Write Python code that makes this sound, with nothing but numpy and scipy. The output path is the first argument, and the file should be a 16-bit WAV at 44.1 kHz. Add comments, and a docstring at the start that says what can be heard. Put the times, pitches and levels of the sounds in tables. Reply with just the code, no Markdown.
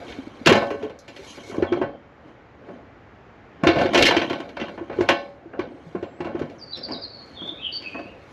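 """An aluminium ladder is lifted and carried outdoors, heard by a small camera fixed to its top.
Over steady far street noise, soft rubbing leads to hard knocks after half a second, then it grows calmer.
A songbird whistles briefly near 1.7 s; from 3.6 to 5.1 s knocks and scrapes crowd together, then soften.
A thin far bird is heard from 5.7 s, and the songbird sings from 6.6 s almost to the end.
Blows and rubbing ring modes of the metal, jolts and bending are dying low swings, birds are gliding sines."""
import sys
import numpy as np
from scipy import signal
from scipy.fft import rfft, irfft
from scipy.io import wavfile
from scipy.ndimage import uniform_filter1d

SR = 44100
rng = np.random.default_rng(int(sys.argv[2]) if len(sys.argv) > 2 else 0)


def int16_out(signal):
    """Quantize to a 16-bit WAV file."""
    q = np.round(np.clip(np.atleast_2d(signal).T, -1, 1) * 32767)
    wavfile.write(sys.argv[1], SR, q.astype(np.int16))


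def volts_from_db(level):
    """Convert decibel levels to linear amplitude ratios."""
    exponent = np.asarray(level, float) / 20
    return 10 ** exponent


N = 366912  # length in samples

# In all tables t60 is the time in seconds in which a sound dies away by 60 dB.
# Far traffic and air. Each row: frequency in Hz, level in dB per Hz.
STREET = [(15, -45), (25, -22), (70, 6), (173, -3.5), (271, -1), (569, -6), (846, -6), (940, -9.5),
          (1440, -10), (2140, -14.5), (3930, -30.5), (7030, -41.5), (9170, -68.5), (11900, -52),
          (14000, -74)]
# Rubbing, hand shifts and steps. Each row: middle in seconds, length in seconds, level in dB,
# brightness in dB (top against bass).
STROKES = [(.0, .2, -39, -42.5), (0.1, 0.65, -43, -16), (0.46, 0.76, -48.5, -17), (0.845, 0.11, -28, -31),
           (1.22, 0.25, -44.5, -20.5), (1.3, 0.36, -47, 0.5), (1.49, 0.32, -49, 0.5),
           (1.598, 0.15, -25, -52), (1.776, 0.24, -26, -44), (2.284, .3, -48, -29),
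           (2.716, 0.31, -42, -33.5), (3.816, 0.18, -16, -31.5), (4.011, 0.16, -13, -25.5),
           (4.4, .4, -53.5, -10.5), (4.704, 0.77, -53, -14), (5.016, .2, -30, -27), (5.624, 0.76, -42, -46),
           (5.89, 0.66, -55.5, -14), (6.377, 0.5, -37, -38), (6.536, 0.9, -70, -2),
           (6.921, 0.23, -35, -37.5), (7.295, 0.64, -52.5, -16.5), (7.483, 0.33, -42.5, -27),
           (7.884, 0.96, -52, -15), (8.0, 0.78, -46.5, -32), (8.313, 0.5, -58.5, -8)]
# How far a stroke has faded at either end. One value in dB for each band, low to high.
STROKE_FADE_DB = [-14, -13, -13, -19.5]
# Balance of a stroke. One value in dB for each band, low to high.
STROKE_DB = [-0.44, -2.5, 1.5, -2.2]
# How much brightness lifts a stroke. One value in dB per dB for each band, low to high.
STROKE_PER_BRIGHT = [0.01, .35, .68, .99]
# Rattle left by a blow, against the blow. One value in dB for each band, low to high.
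SHAKE_DB = [-13.5, -15, -16.5, -37.5]
# How long that rattle lasts. One t60 in seconds for each band, low to high.
SHAKE_T60 = [0.56, 0.26, 0.34, 0.82]
# Blows on the ladder. Each row: start in seconds, strength in dB, hardness in dB (treble against middle),
# t60 of the damping in seconds.
BLOWS = [(.083, -43.5, 5.5, 0.24), (0.123, -44.5, 10, 0.15), (0.461, -23, 15, .1), (.471, 2, -3, 0.1),
         (.494, -4.5, -5.5, 0.23), (0.524, -3, -5.5, 0.085), (.554, -8.5, -11.5, 0.45),
         (.619, -16.5, -28.5, 0.69), (0.705, -21, -11.5, 0.56), (0.827, -30.5, -8.5, 0.48),
         (0.897, -36, -5.5, 0.18), (.99, -77.5, 3.5, 0.3), (1.081, -40, 4, 0.51), (1.164, -48.5, 12, 0.53),
         (1.376, -34, -13.5, .25), (1.515, -30.5, -15, 0.32), (1.544, -28, -21, 0.17),
         (1.624, -19, -15.5, 0.43), (1.725, -20, -10.5, 0.24), (1.815, -17.5, -19.5, 0.37),
         (2.689, -40.5, -37.5, 0.74), (3.637, -13.5, -19, .66), (3.671, -3, -3, 0.087),
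         (3.687, -14, -4.5, 0.5), (3.729, -22, -39, 0.19), (3.759, -14, -9, 0.44), (3.786, -17.5, -1, 0.44),
         (3.814, -12, -7, 0.15), (3.858, -14.5, -6.5, .12), (3.935, -16, -2.5, 0.22), (3.946, -8, 1.5, .41),
         (3.977, -16, 9, 0.32), (4.025, -20.5, 21.5, 0.073), (4.055, -22.5, 17.5, 0.17),
         (4.064, -20.5, 16, .2), (4.085, -10.5, -5.5, 0.22), (4.11, -2, -8.5, 0.061),
         (4.167, -12.5, 2.5, 0.18), (4.216, -15.5, -2.5, .27), (4.299, -19.5, -3, 0.35),
         (4.33, -17.5, -4, 0.083), (4.403, -21, -9, 0.071), (4.491, -39, -1, 0.34), (4.569, -19, -7, 0.067),
         (4.6, -28, 3, 0.2), (4.613, -21.5, -3, 0.22), (4.683, -25.5, -8, 0.063), (4.778, -28, -17, 0.45),
         (4.899, -25, -20, 0.32), (4.927, -31.5, -9, 0.25), (4.987, -25, -21.5, 0.077),
         (5.008, -15.5, -13, 0.18), (5.089, -5.5, -3, 0.41), (5.534, -25, -34, 0.047),
         (5.594, -18.5, -10.5, 0.086), (5.953, -26, -22, 0.19), (6.028, -28, -10.5, 0.16),
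         (6.206, -26, -10.5, .25), (6.247, -28, -10.5, 0.41), (6.269, -26, -18, 0.24),
         (6.353, -28.5, -20.5, 0.2), (6.393, -32.5, -5, 0.2), (6.418, -29, -11.5, 0.32),
         (6.499, -60, 16.5, .15), (6.771, -42.5, -1, 0.38), (6.886, -29, -20, 0.12),
         (6.908, -28, -20, 0.29), (7.263, -62.5, 8, 0.13), (7.419, -38.5, -22, 0.28),
         (7.475, -41.5, -7, 0.092), (7.822, -51.5, 13, 0.55), (7.946, -29, -19, 0.46),
         (7.99, -32.5, -9, .19)]
# How bright the top treble of the blows is over time, with one very bright tick at 0.99 s.
# Each row: time in seconds, change of the highest band in dB.
BLOW_TREBLE = [(0, -21), (.5, 2), (.7, 0.5), (.95, -2), (.99, 45), (1.06, 2), (1.6, -5), (1.85, -7.5),
               (3.63, 6.5), (3.7, -15.5), (4.04, 1.5), (4.2, -14), (4.45, 1), (4.6, -14.5), (4.93, -17),
               (4.99, 3), (5.1, -6), (5.6, -4.5), (6.3, -5), (6.9, 4), (7.3, 5), (7.5, 4), (7.85, -10),
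               (8, -5)]
# Centres of the four bands. One value in Hz for each band, low to high.
BANDS_HZ = [300, 1100, 3200, 7000]
# Clearest modes (natural tones) of rails and rungs. Each row: pitch in Hz, level in dB, t60 in seconds.
RUNGS = [(373, -7.5, 0.18), (518.3, 0, 0.19), (564.4, -2, 1), (661, 4.5, 0.2), (697.3, -0.5, 0.44),
         (784, -10, 1), (842, -5, 0.5), (985.5, -6, 0.24), (1076, -5, 0.52), (1112, -11, 0.59),
         (1240, -24.5, 0.31), (1517, -3, 0.4), (1600, -9.5, 0.3), (1761, -4.5, 0.41), (2010, -17.5, 0.16),
         (1950, -12, 0.22), (2226, -8, 0.44), (2450, -4, 0.21), (2717, -3, 0.3), (2834, -4, 0.2),
         (2973, -5, 0.12), (3300, -13, 0.28), (3560, -31, 0.083), (4040, -15, 0.42), (4300, -17, 0.3),
         (4506, -24.5, 0.35), (5120, -23, .15), (5020, -26, 0.54)]
# Dense weak modes of the thin walls. Each row: pitch in Hz, level in dB, typical t60 in seconds.
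SHELL = [(54, -4.5, 0.088), (96, -1, 0.74), (350, 12, 0.43), (833, -2, 0.18), (1950, -4.5, 0.47),
         (4000, -11, 0.1), (7000, -17.5, 0.28), (8700, -31, 0.1), (8830, -33.5, 0.059), (9800, -34, 0.2),
         (11300, -26, 0.29), (14500, -60, .06)]
# Jolts of the camera mount. Each row: time in seconds, peak in dB, pitch in Hz, t60 in seconds.
THUMPS = [(0.187, -24.5, 266, 0.085), (0.272, -26.5, 280, 0.029), (.414, -28, 257, 0.044),
          (0.465, -4.5, 350, 0.039), (0.517, 3.5, 380, 0.036), (0.711, -18, 415, 0.1),
          (0.743, -20, 430, 0.084), (.832, -18, 429, 0.22), (1.192, -31, 388, 0.13),
          (1.498, -25.5, 393, 0.062), (1.584, -11, 318, 0.015), (1.625, -4.5, 370, 0.05),
          (1.721, -8.5, 350, .13), (1.77, -27, 366, .05), (1.814, -12.5, 365, 0.092),
          (2.688, -30, 384, 0.061), (3.635, -12, 243, 0.036), (3.668, -2.5, 336, .035),
          (3.69, -3, 333, 0.097), (3.759, -14, 304, 0.086), (3.853, -7.5, 365, .062),
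          (3.956, -7.5, 344, 0.1), (3.979, -9.5, 350, .05), (4.003, -14, 350, 0.044),
          (4.028, -16, 352, .068), (4.072, -12, 350, .02), (4.092, -13, 318, 0.082),
          (4.166, -7.5, 337, 0.073), (4.308, -16, 356, 0.088), (4.341, -26, 338, 0.093),
          (4.4, -25.5, 327, .094), (4.656, -29.5, 331, 0.16), (4.811, -21, 340, 0.13),
          (4.898, -27, 330, 0.081), (4.988, -8, 373, 0.054), (5.007, -7, 350, 0.078),
          (5.094, -16, 342, 0.19), (5.458, -30, 334, 0.14), (5.592, -12, 356, 0.068),
          (5.95, -15, 357, 0.045), (6.028, -17.5, 356, 0.049), (6.204, -17.5, 350, 0.099),
          (6.255, -22.5, 334, 0.13), (6.349, -16, 342, 0.074), (6.415, -12.5, 362, 0.023),
          (6.886, -37.5, 350, 0.055), (6.906, -28.5, 271.5, 0.24), (7.419, -31.5, 342, 0.071),
          (7.945, -35, 223, .056), (8.057, -32, 275, .035)]
# Slow bending of the long rails. Each row: time in seconds, peak in dB, pitch in Hz.
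SWAYS = [(.474, -12, 159), (0.489, -9, 237), (.55, -14, 217), (1.582, -37, 100), (1.83, -31, 139),
         (2.697, -41, 192), (3.633, -21, 154), (3.763, -22, 136), (3.943, -47, 170), (4.27, -34.5, 131),
         (4.608, -40, 180), (4.994, -57, 115.2), (5.864, -35, 162.6), (5.956, -28.5, 190),
         (6.204, -35.5, 170), (6.349, -39, 149), (6.416, -30.5, 150), (6.899, -50, 181), (7.419, -37, 191)]
# Songbird notes. Each row: start in seconds, length in seconds, first pitch in Hz, last pitch in Hz,
# level in dB.
NOTES = [(1.666, 0.042, 3510, 3150, -45), (1.681, 0.22, 3310, 3090, -52.5),
         (6.582, 0.028, 6370, 4800, -51.5), (6.611, 0.028, 4820, 4600, -39.5),
         (6.653, 0.12, 4410, 4700, -45.5), (6.723, 0.032, 4170, 3900, -29), (6.729, 0.041, 4675, 3350, -39),
         (6.751, 0.05, 5500, 5250, -45.5), (6.83, 0.025, 5100, 4300, -31.5),
         (6.912, 0.039, 5530, 3900, -33.5), (6.943, 0.028, 4000, 3900, -31.5),
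         (7.012, 0.048, 5100, 4150, -33.5), (7.082, 0.18, 4530, 4320, -45.5),
         (7.323, 0.079, 4350, 4310, -55), (7.35, 0.079, 3793, 3200, -40.5), (7.403, .13, 3404, 3560, -35),
         (7.506, .12, 3480, 3750, -49), (7.572, 0.077, 2410, 2700, -44.5),
         (7.612, 0.096, 3300, 2950, -28.5), (7.651, 0.16, 3780, 3770, -57), (7.717, 0.069, 4580, 4600, -29),
         (7.834, 0.073, 2650, 2500, -37), (7.916, 0.089, 2400, 2600, -40), (7.993, 0.14, 2490, 2826, -51)]
# Thin far bird. Each row: time in seconds, pitch in Hz, level in dB.
WHISTLE = [(5.68, 8520, -82), (5.981, 7650, -83.5), (6.1, 7500, -72), (6.2, 7800, -72), (6.32, 7650, -87)]
# Left-right difference. Each row: frequency in Hz, side against mid in dB before a common lift.
WIDTH = [(60, -35.5), (180, -56.5), (550, -56), (1650, -61), (4970, -35), (15000, -6)]


def evened(x):
    """Scales a sound to rms 1."""
    return x / np.sqrt(np.mean(x ** 2) + 1e-20)


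def read(points, hz, column=1):
    """Looks a table up on a log-frequency axis."""
    table = np.transpose(points)
    return np.interp(np.log(hz + 1), np.log(table[0] + 1), table[column])


def add(mix, s, sound):
    """Mixes a sound in at time s, in seconds."""
    part = mix[round(s * SR):][:len(sound)]
    part += sound[:len(part)]


def coloured(x, points):
    """Filters a sound by a spectrum table."""
    return irfft(rfft(x) * volts_from_db(read(points, np.fft.rfftfreq(N, 1 / SR))), N)


def modes(hz, db, t60, seconds):
    """Dying sines, and the share of each in the four bands, each band of power 1."""
    t = np.arange(round(seconds * SR), dtype=np.float32) / SR
    rings = np.sin(np.outer(2 * np.pi * hz, t).astype(np.float32))
    rings *= np.exp(np.outer(-np.log(1000) / t60, t).astype(np.float32))
    rings[:, :1500] *= 1 - np.exp(-t[:1500] * hz[:, None])  # bass builds up over a cycle or so
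    nearness = [np.interp(np.log(hz), np.log(BANDS_HZ), row) for row in np.eye(4)]
    share = np.array(nearness) * volts_from_db(db)
    return rings, share / np.sqrt((share ** 2).sum(1, keepdims=True) / 2)


def shell(count=600):
    """The many weak modes of the thin walls, at random pitches."""
    hz = 50 + 13900 * rng.random(count) ** 1.6
    t60 = read(SHELL, hz, column=2) * rng.uniform(0.5, 1.26, count)
    return modes(hz, read(SHELL, hz), t60, .25)


def band_db():
    """Level of each blow in the four bands: the dull thud grows more slowly than the blow."""
    s, db, hard = np.transpose(BLOWS)[:3]
    treble_db = np.interp(s, *np.transpose(BLOW_TREBLE))
    thud = -8 + 0.58 * db + 0.06 * hard
    highest = db - 11 + hard + treble_db
    return np.c_[thud, db, db + hard, highest]


def agitation():
    """How hard loose parts rub and rattle in each band: the dying shake of blows plus the strokes."""
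    lead_start_db, lead_t60 = -7, .04  # parts start to slide just before they knock
    t = np.arange(0, N / SR + .01, .002)
    power = 1e-14
    for s, db in zip(np.transpose(BLOWS)[0], band_db()):
        fall_db = -60 * np.maximum(t - s, 0) / np.array(SHAKE_T60)[:, None]
        lead_db = np.where(t > s, 0, lead_start_db - 60 * np.minimum(s - t, 1) / lead_t60)
        power = power + volts_from_db(2 * ((db + SHAKE_DB)[:, None] + fall_db + lead_db))
    for s, length, db, bright_db in STROKES:
        level_db = db + np.add(STROKE_DB, np.multiply(STROKE_PER_BRIGHT, bright_db))
        fade_db = np.c_[STROKE_FADE_DB] * abs(2 * (t - s) / length)
        power = power + volts_from_db(2 * (level_db[:, None] + fade_db))
    return [np.interp(np.arange(N) / SR, t, row) for row in np.sqrt(power)]


def swings(rows):
    """A few low cycles with a soft start, for each row of time, peak dB, pitch and t60."""
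    out, t = np.zeros(N), np.arange(SR // 3) / SR
    for s, db, hz, t60 in rows:
        swing = (1 - np.exp(-t * hz / 0.39)) ** 2 * volts_from_db(-60 * t / t60)
        wave = np.sin(2 * np.pi * hz * t)
        add(out, s - 0.48 / hz, volts_from_db(db) * swing / swing.max() * wave)  # begins about half a cycle early
    return out


def street():
    """Steady far noise: random spectra shaped by a table, with drifting patches."""
    frames, hz = N // 256 + 5, np.fft.rfftfreq(1024, 1 / SR)
    a, b, patches = rng.standard_normal((frames, 513, 3)).T
    patches = evened(uniform_filter1d(uniform_filter1d(patches, 10, 0), 16, 1))
    spectra = (a + 1j * b) * volts_from_db(read(STREET, hz)[:, None] + 0.41 * patches)
    noise = signal.istft(spectra, nperseg=1024, noverlap=768)[1][:N]
    return volts_from_db(-48) * evened(noise)


def rubbing(dense, share, slips_per_s=900, spread_db=-1.5, t60=0.02):
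    """Small uneven slips and rattles ring the damped walls while the contact spot wanders."""
    slips = (rng.random(N) < slips_per_s / SR) * volts_from_db(spread_db * np.minimum(rng.exponential(1, N), 4))
    slips = evened(slips * rng.choice([-1, 1], N)) + 0.72 * rng.standard_normal(N)
    clear, clear_share = modes(*np.transpose(RUNGS), .125)
    clear_db = np.c_[[-18, -11, -14, -21]]  # low band to high: treble rubs more as hiss
    share = np.c_[share, volts_from_db(clear_db) * clear_share]
    fade_db = -60 * np.arange(clear.shape[1]) / SR / t60
    damped = np.r_[dense[:, :len(fade_db)] * volts_from_db(fade_db), clear * volts_from_db(.35 * fade_db)]
    spot = rng.integers(0, 3, N // 900 + 1).repeat(900)[:N]  # one of three spots, drawn every 900 samples
    out = np.zeros(N)
    for level, band in zip(agitation(), share):
        drive = (slips * level).astype(np.float32)
        spot_rings = band * rng.standard_normal((3, len(band))) @ damped
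        for k, ring in enumerate(spot_rings):
            ring = (ring / np.linalg.norm(ring)).astype(np.float32)
            out += signal.oaconvolve(drive * (spot == k), ring)[:N]
    return out


def blows(dense, share):
    """Each blow lands somewhere else and chatters briefly; the clear modes outlast the dense crash."""
    crash_t60 = 0.69  # s: a limit on how long the thin walls ring
    blunt_s, settle_s = 0.0026, .045  # extra rise time on a ladder that still shakes; time to settle
    rows, out, t = np.array(BLOWS), np.zeros(N), np.arange(SR // 2) / SR
    hard, damp_t60 = rows[:, 2:3], rows[:, 3:4]
    clear, clear_share = modes(*np.transpose(RUNGS), .5)
    draws = rng.standard_normal((len(rows), len(clear) + len(dense) + 3000))
    spot, place, chance, sizes = np.split(draws, [len(clear), -3000, -1500], 1)
    levels = volts_from_db(band_db() - 6.5)

    # the lowest band is the dull thud of the crash; the clear modes follow the three above it
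    clear_levels = levels[:, [1, 1, 2, 3]] * volts_from_db([-0.6, 0.45, 1.6, 0])
    uneven_db = (4 * abs(spot) - 3) * np.clip(2.2 - 5 * damp_t60, .2, 1)  # a grip mutes some modes
    clear_db = -7 + 0.045 * hard + 16 * (damp_t60 - .25)  # hard or undamped blows ring clearer
    tones = (clear_levels @ clear_share * np.sign(spot) * volts_from_db(uneven_db + clear_db)) @ clear
    crashes = (levels @ share * place).astype(np.float32) @ dense

    chatter = (chance > 2.3) * sizes * volts_from_db(-14.0 - 60 * t[:1500] / 0.12)  # loose parts bounce after the blow
    chatter[:, 0] = 1  # the blow itself
    short = t[:dense.shape[1]]
    crack = 1 + 0.65 * np.exp(-short / 0.0012)  # the contact itself is short and loud
    walls = volts_from_db(-60 * short / crash_t60)
    gaps = abs(np.diff(rows[:, 0], prepend=-1))
    rises = .0001 + blunt_s * np.exp(-gaps / settle_s)
    for row, sound, crash, bounces, rise in zip(rows, tones, crashes, chatter, rises):
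        damp_db = -60 * t / row[3]  # hands and contact damp the ring
        sound *= volts_from_db(0.25 * damp_db)  # the clear modes are damped less
        crash = crash * (1 - np.exp(-short / rise)) * crack * walls * volts_from_db(damp_db[:len(short)])
        add(sound, 0, signal.fftconvolve(crash, bounces))
        add(out, row[0] - .001, sound)
    return out


def thumps():
    """Each jolt makes the camera mount swing for a few cycles at its own pitch."""
    return swings(THUMPS)


def bends():
    """Every jolt of the mount also flexes the whole ladder, at a lower pitch."""
    return swings([(s, db - 23.5, 108 * rng.uniform(.85, 1.0), .2) for s, db, *_ in THUMPS])


def sways():
    """The long rails bend slowly, dying away with a t60 of 0.19 s."""
    return swings([(*row, 0.19) for row in SWAYS])


def songbird():
    """Gliding, unevenly warbling sines, blurred by leaves and the echoes of house walls."""
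    song, t = np.zeros(N), np.arange(SR) / SR
    waver = evened(uniform_filter1d(uniform_filter1d(rng.standard_normal(N), 90), 90))
    for s, length, first_hz, last_hz, db in NOTES:
        warble_hz = 0.076 * first_hz * volts_from_db(0.77 * (db + 22))  # softer notes warble less
        u = np.linspace(0, 1, round(length * SR))
        loose = waver[round(s * SR):][:len(u)]
        warble = 0.5 * np.sin(2 * np.pi * 85 * length * u) + .5 * loose  # half regular at 85 Hz, half random
        hz = last_hz + (first_hz - last_hz) * (1 - u) ** 1.9 + warble_hz * warble
        loudness = volts_from_db(db + 4.14 * loose[::-1]) * abs(np.sin(np.pi * u)) ** 0.77
        add(song, s, loudness * np.sin(2 * np.pi * np.cumsum(hz) / SR))
    taps = rng.standard_normal(SR) * (rng.random(SR) < .05)
    slaps = sum(volts_from_db(db - 60 * abs(t - s) / 0.25) for s, db in [(.01, 9), (.11, -9), (.25, -8)])
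    echoes = taps * (volts_from_db(10.5 - 60 * t / 0.54) + slaps) * (t > .003)
    return song + volts_from_db(-0.95) * signal.oaconvolve(song, echoes / np.linalg.norm(echoes))[:N]


def far_bird():
    """One thin sine whose pitch and level slide from point to point."""
    out = np.zeros(N)
    s, hz, db = np.transpose(WHISTLE)
    t = np.arange(s[0], s[-1], 1 / SR)
    thin = volts_from_db(np.interp(t, s, db)) * np.sin(2 * np.pi * np.cumsum(np.interp(t, s, hz)) / SR)
    add(out, s[0], thin * signal.windows.tukey(len(thin), .1))
    return out


def scene():
    """Everything reaches one microphone spot; only a trace differs left to right."""
    rings, share = shell()
    ladder = rubbing(rings, share) + blows(rings, share) + thumps() + bends() + sways()
    mid = street() + ladder + songbird() + far_bird()
    side = volts_from_db(5) * coloured(np.roll(mid, 300), WIDTH)  # shifted by 300 samples
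    return np.array([mid + side, mid - side])


def low_pass(x):
    """Removes everything above the highest recorded frequency."""
    return signal.sosfilt(signal.butter(12, 16300, fs=SR, output="sos"), x)


def record(dry):
    """Gain control turns down a few dB after loud moments and slowly recovers; peaks are rounded."""
    power_db = 10 * np.log10(abs(uniform_filter1d((dry ** 2).mean(0), 2000)) + 1e-12)
    fall = np.arange(N) * 12.1 / SR  # the remembered loudness falls by 12.1 dB per s
    held_db = np.maximum.accumulate(power_db + fall) - fall
    over_db = np.maximum(held_db + 37.5, 0)  # excess over -37.5 dB
    bass_cut = signal.butter(4, 50, "high", fs=SR, output="sos")  # cuts the deep bass below 50 Hz
    heard = signal.sosfilt(bass_cut, dry)
    ducked = heard / volts_from_db(0.15 * uniform_filter1d(over_db, 2001, origin=1000))  # averages the past 2001 samples
    finished = 1.092 * np.tanh(ducked / 1.032)
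    return low_pass(finished)


dry = scene()
out = record(dry)
int16_out(out)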